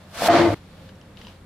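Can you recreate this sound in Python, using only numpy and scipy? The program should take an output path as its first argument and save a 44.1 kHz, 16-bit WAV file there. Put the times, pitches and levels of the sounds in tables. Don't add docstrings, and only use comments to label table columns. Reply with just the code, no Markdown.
import sys
import numpy as np
from scipy import signal
from scipy.io import wavfile
from scipy.ndimage import uniform_filter1d

SR = 44100
rng = np.random.default_rng(int(sys.argv[2]) if len(sys.argv) > 2 else 0)


def wav_out(sig):
    wavfile.write(sys.argv[1], SR, np.round(np.clip(np.atleast_2d(sig).T, -1, 1) * 32767).astype(np.int16))


N = 63945
TIME = np.arange(N) / SR


def from_db(db):
    return 10 ** (np.asarray(db) / 20)


def rms_one(x):
    return x / np.sqrt(np.mean(x ** 2) + 1e-20)


def in_time(rows):
    times, *columns = np.transpose(rows)
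    return [np.interp(TIME, times, column) for column in columns]


def at_hz(rows, hz):
    freqs, values = np.transpose(rows)
    return np.interp(np.log(hz), np.log(freqs), values)


def ramp(start_s, length_s):
    return np.clip((TIME - start_s) / length_s, 0, 1)


def pan(db):
    return from_db(np.array([[db], [-db]]) / 2)


def drift(rate_hz):
    r = np.exp(-2 * np.pi * rate_hz / SR)
    return rms_one(signal.lfilter([1], [1, -2 * r, r * r], rng.standard_normal(N + SR))[SR:])


def resonate(x, hz, width_hz):
    r = np.exp(-np.pi * width_hz / SR)
    feedback = [1, -2 * r * np.cos(2 * np.pi * hz / SR), r * r]
    return signal.lfilter(np.array([1, 0, -1]) * (1 - r * r) / 2, feedback, x)


def friction(grainy, grains_per_s=2500, spread_db=4):
    sizes = from_db(spread_db * np.minimum(rng.exponential(1, (2, N)), 4))
    signs = rng.choice([-1, 1], (2, N))
    grains = rms_one(sizes * signs * (rng.random((2, N)) < grains_per_s / SR))
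    return np.sqrt(grainy) * grains + np.sqrt(1 - grainy) * rng.standard_normal((2, N))


def coloured(colour, likeness, grainy):
    edges = 18 * 2 ** (np.arange(31) / 3)
    out, streams = 0, [friction(grainy), friction(grainy)]
    for k, (low, high) in enumerate(zip(edges, edges[1:])):
        band = signal.butter(2, [low, high], "band", fs=SR, output="sos")
        mid, side = signal.sosfilt(band, streams[k % 2])
        hz = np.sqrt(low * high)
        alike = at_hz(likeness, hz)
        stereo = np.sqrt(1 + alike) * mid + np.sqrt(1 - alike) * side * [[1], [-1]]
        out += from_db(at_hz(colour, hz)) * stereo
    return rms_one(out)


def ringing(tones, side_db=-10):
    out = 0
    for hz, width_hz, db in tones:
        ring = resonate(rng.standard_normal((2, N + SR)), hz, width_hz)
        strength = np.sqrt(uniform_filter1d(ring ** 2, size=4000) + 1e-20)
        mid, side = (ring / strength)[:, SR:]
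        spread = from_db(side_db) * min(hz / 600, 2)
        out += from_db(db) * (mid + spread * side * [[1], [-1]])
    return rms_one(out)


def wavering(hz, db, wander, rough_db):
    phase = 2 * np.pi * np.cumsum(hz * (1 + wander * drift(38.8))) / SR
    return np.sqrt(2) * from_db(db + rough_db * drift(49)) * np.sin(phase)


# f/Hz, level/dB
ROOM_COLOUR = [(12, -37), (20, -7.5), (80, -4), (191, -3), (280, -9), (450, -15.5), (1540, -19.5),
               (4950, -35), (11100, -37), (15500, -54)]
# f/Hz, likeness/0-1
ROOM_ALIKE = [(60, 1), (200, 1), (600, 0.83), (2000, 0.39), (5000, 0.03), (12000, 0.033)]
# f/Hz, width/Hz, level/dB
HUM_TONES = [(55.4, 1.2, -13), (90.3, 0.52, -3), (166.4, 1.8, 3.5), (192.1, 3.7, 0)]
# t/s, low tones/dB, higher tones/dB
HUM_LEVELS = [(0, -54, -53.5), (.95, -50.5, -50.5), (1.01, -51.5, -59), (1.24, -52.5, -54.5),
              (1.45, -48.5, -59)]
# t/s, level/dB
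HOLLOW_LEVELS = [(.68, -65.5), (.79, -50.5), (1.03, -60), (1.13, -55), (1.2, -62)]
def garage(split_hz=120):
    low_db, high_db = in_time(HUM_LEVELS)
    hollow_db, = in_time(HOLLOW_LEVELS)
    hum = from_db(low_db) * ringing([m for m in HUM_TONES if m[0] < split_hz])
    hum += from_db(high_db) * ringing([m for m in HUM_TONES if m[0] >= split_hz])
    hollow = from_db(hollow_db) * ringing([(526.5, 23, 0)])
    return from_db(-49.5) * coloured(ROOM_COLOUR, ROOM_ALIKE, grainy=0) + hum + hollow


# t/s, level/dB
CLOTH_LEVELS = [(0, -53), (.1, -56.5), (.572, -48.5), (.6, -56), (.76, -53), (.88, -51.5), (.92, -58),
                (1.15, -60), (1.19, -48.5), (1.31, -50), (1.45, -64)]
# f/Hz, level/dB
CLOTH_COLOUR = [(200, 5.5), (600, -2.5), (1500, -6), (2600, -7.5), (3700, -4), (6000, -17), (10000, -21.5),
                (15500, -26)]
def clothes():
    db, = in_time(CLOTH_LEVELS)
    return from_db(db) * coloured(CLOTH_COLOUR, ROOM_ALIKE, grainy=0.28)


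# t/s, peak/dB, pitch of its ring/Hz, ring compared with the peak/dB
TORCH_TICKS = [(0.891, -40.5, 1630, -0.5), (0.956, -55, 5600, 7), (1.014, -41.5, 5570, -2),
               (1.1718, -35.5, 3930, -8), (1.2152, -34, 2060, -7), (1.2493, -40, 3070, -6),
               (1.269, -31.5, 980, -7), (1.283, -39, 2650, -6)]
# f/Hz, width/Hz, level/dB
TORCH_TONES = [(1930, 82, 0), (2900, 230, 10.5), (3050, 130, 8), (3700, 260, 6), (4780, 360, -1),
               (5200, 300, -10)]
def torch_ticks(snap=10, bounce_s=0.0042, fade_s=0.018, echo_s=0.18, ring_cycles=30):
    dull = signal.butter(4, 6200, fs=SR, output="sos")
    out = 0
    for s, db, hz, ring_db in TORCH_TICKS:
        age = np.maximum(TIME - s, 0)
        noise = rng.standard_normal((3, N))
        burst = noise[0] * from_db(-60 * age / fade_s)
        echo = noise[1:] * from_db(-9 - 60 * age / echo_s)
        push = (age > 0) * (burst + echo)
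        push[:, int(s * SR)] += snap
        push[:, int((s + bounce_s) * SR)] += snap * from_db(-6)
        tick = sum(from_db(level) * resonate(push, f, width) for f, width, level in TORCH_TONES)
        tick = signal.sosfilt(dull, tick)
        ring = from_db(ring_db - 60 * age * hz / ring_cycles) * np.sin(2 * np.pi * hz * age)
        out += from_db(db) * (tick / np.abs(tick).max() + ring)
    return out * pan(4)


# f/Hz, width/Hz, level/dB
BOX_TONES = [(86, 6, -9), (104, 2, 0), (160, 2, -2), (219.5, 3, -5)]
# t/s, deep tones/dB, higher tones/dB
BOOM_LEVELS = [(.292, -38.5, -49), (.312, -28, -38), (.35, -35.5, -37), (.395, -32, -26.5),
               (.475, -29.5, -31.5), (.525, -24, -35), (.546, -27.5, -33)]
def box_boom(split_hz=130):
    deep_db, higher_db = in_time(BOOM_LEVELS)
    deep = from_db(deep_db) * ringing([m for m in BOX_TONES if m[0] < split_hz])
    higher = from_db(higher_db) * ringing([m for m in BOX_TONES if m[0] >= split_hz])
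    return deep + higher


# t/s, first tone/dB, second tone/dB
SINGING_LEVELS = [(.11, -80, -70), (.17, -45.5, -54), (.23, -38, -43), (.262, -33.5, -28.5),
                  (.283, -39, -42), (.288, -9, -31.5), (.32, -17, -47), (.344, -25, -45), (.362, -13, -34),
                  (.395, -34.5, -38), (.44, -26, -34.5), (.546, -32, -43)]
def box_singing(pitches_hz=(685.4, 891)):
    tones = zip(pitches_hz, in_time(SINGING_LEVELS))
    return sum(wavering(hz, db, wander=0.01535, rough_db=2.5) for hz, db in tones)


# t/s, thud/dB, pitch of the thud/Hz, crack/dB
LOAD_KNOCKS = [(.2205, -12, 677, -39.5), (.2875, -30, 970, -20.5), (.531, -22.5, 322, -44)]
def knocks(thud_s=0.052, crack_s=0.063, crack_hz=1820, width_hz=840):
    out = 0
    for s, thud_db, hz, crack_db in LOAD_KNOCKS:
        age = np.maximum(TIME - s, 0)
        thud = from_db(thud_db - 60 * age / thud_s) * np.sin(2 * np.pi * hz * age)
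        noise = resonate(rng.standard_normal(N), crack_hz, width_hz)
        crack = rms_one(resonate(noise, crack_hz, width_hz))
        out += thud + (age > 0) * from_db(crack_db - 60 * age / crack_s) * crack
    return out


# t/s, f/Hz
GROAN_HZ = [(.34, 326.3), (.38, 342.7), (.45, 344), (.52, 323)]
# t/s, level/dB
GROAN_LEVELS = [(.283, -42), (.297, -19), (.333, -27.5), (.35, -16), (.37, -32), (.387, -18), (.44, -16),
                (.478, -19), (.492, -28), (.503, -39), (.523, -35.5), (.546, -24.5)]
def groan():
    hz, = in_time(GROAN_HZ)
    db, = in_time(GROAN_LEVELS)
    return wavering(hz, db, wander=0.011, rough_db=2.2) * pan(5)


# t/s, hiss/dB, hollow rubbing/dB
SLIDE_LEVELS = [(.06, -66, -58.5), (.139, -46, -49.5), (.148, -39, -47.5), (.212, -29.5, -33.5),
                (.228, -28.5, -23.5), (.257, -23, -24.5), (.277, -21, -24.5), (.282, -34.5, -17),
                (.31, -51, -51), (.54, -42.5, -59)]
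# f/Hz, level/dB
HISS_COLOUR = [(400, -11.5), (1200, 5), (1900, 0.5), (2800, -1), (4600, -1), (7000, -10), (10000, -9.5),
               (15500, -20)]
# f/Hz, level/dB
RUBBING_COLOUR = [(60, -65), (150, -8), (310, -3.5), (400, -15.5), (520, -2.5), (660, 1.5), (1000, -31),
                  (2000, -33)]
# f/Hz, likeness/0-1
BOX_ALIKE = [(50, 0.4), (120, 0.99), (300, 0.99), (700, 0.95), (1200, 0.76), (2200, 0.76), (4500, 0.05),
             (12000, 0.13)]
def slide():
    hiss_db, rub_db = in_time(SLIDE_LEVELS)
    hiss = from_db(hiss_db) * coloured(HISS_COLOUR, BOX_ALIKE, grainy=0.62)
    rub = from_db(rub_db) * coloured(RUBBING_COLOUR, BOX_ALIKE, grainy=0.31)
    return hiss + rub


# t/s, grinding/dB, rasp/dB, grit/dB
SCRAPE_LEVELS = [(.284, -21, -31, -41), (.312, -16.5, -27, -25), (.345, -18.5, -25, -29),
                 (.375, -20, -24, -28), (.43, -22, -28, -33.5), (.49, -27, -36.5, -40),
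                 (.546, -36, -36, -46.5)]
# f/Hz, level/dB
LOW_GRIND = [(25, -36), (150, -26), (290, 0), (420, -8), (590, 1.5), (720, -6), (950, -7), (1250, -9),
             (1700, -26.5), (4000, -75)]
# f/Hz, level/dB
MID_RASP = [(600, -43), (1000, 1.5), (1300, -4.5), (1650, -1), (2050, -2), (2600, -10.5), (4000, -61)]
# f/Hz, level/dB
HIGH_GRIT = [(1500, -21), (2900, 3), (4300, 1.5), (7500, -13.5), (10500, -20.5), (13000, -45)]
# f/Hz, width/Hz, level/dB
PLATE_TONES = [(283, 8, -2), (310, 8, -2), (458, 2, -3), (559, 2, 0), (624, 5, 0), (798, 3, -6),
               (1084, 2, -6), (1174, 2, -6), (1242, 2, -8), (1512, 3, -9), (1865, 4, -10), (2056, 4, -8),
               (2445, 5, -14), (3015, 4, -16)]
def scrape(grainy=0.37, split_hz=850):
    grind_db, rasp_db, grit_db = in_time(SCRAPE_LEVELS)
    grind = from_db(grind_db) * coloured(LOW_GRIND, BOX_ALIKE, grainy)
    rasp = from_db(rasp_db) * coloured(MID_RASP, BOX_ALIKE, grainy)
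    grit = from_db(grit_db) * coloured(HIGH_GRIT, BOX_ALIKE, grainy)
    push_db = grind_db - grind_db.max()
    lower = from_db(-20 + 0.55 * push_db) * ringing([m for m in PLATE_TONES if m[0] < split_hz])
    upper = from_db(-23 + 1.3 * push_db) * ringing([m for m in PLATE_TONES if m[0] >= split_hz])
    return grind + rasp + grit + lower + upper


def scene(bite_s=0.2815, cut_s=0.546, fade_s=0.004):
    shove = slide() + box_singing() + knocks()
    shove += ramp(bite_s, 0.0025) * (scrape() + box_boom() + groan())
    cut_off = 1 - ramp(cut_s - fade_s, fade_s)
    return shove * cut_off + torch_ticks() + clothes() + garage()


def record(dry, limit_db=-5, recover_db_per_s=253, smooth_s=0.0025, top_hz=16300):
    peak_db = 20 * np.log10(np.abs(dry).max(axis=0) + 1e-9)
    over_db = np.maximum(peak_db - limit_db, 0)
    recovery_db = recover_db_per_s * TIME
    cut_db = np.maximum.accumulate(over_db + recovery_db) - recovery_db
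    cut_db = uniform_filter1d(cut_db, size=int(smooth_s * SR))
    treble_cut = signal.cheby2(16, 70, top_hz, fs=SR, output="sos")
    return signal.sosfilt(treble_cut, dry * from_db(-cut_db))


dry = scene()
out = record(dry)
wav_out(out)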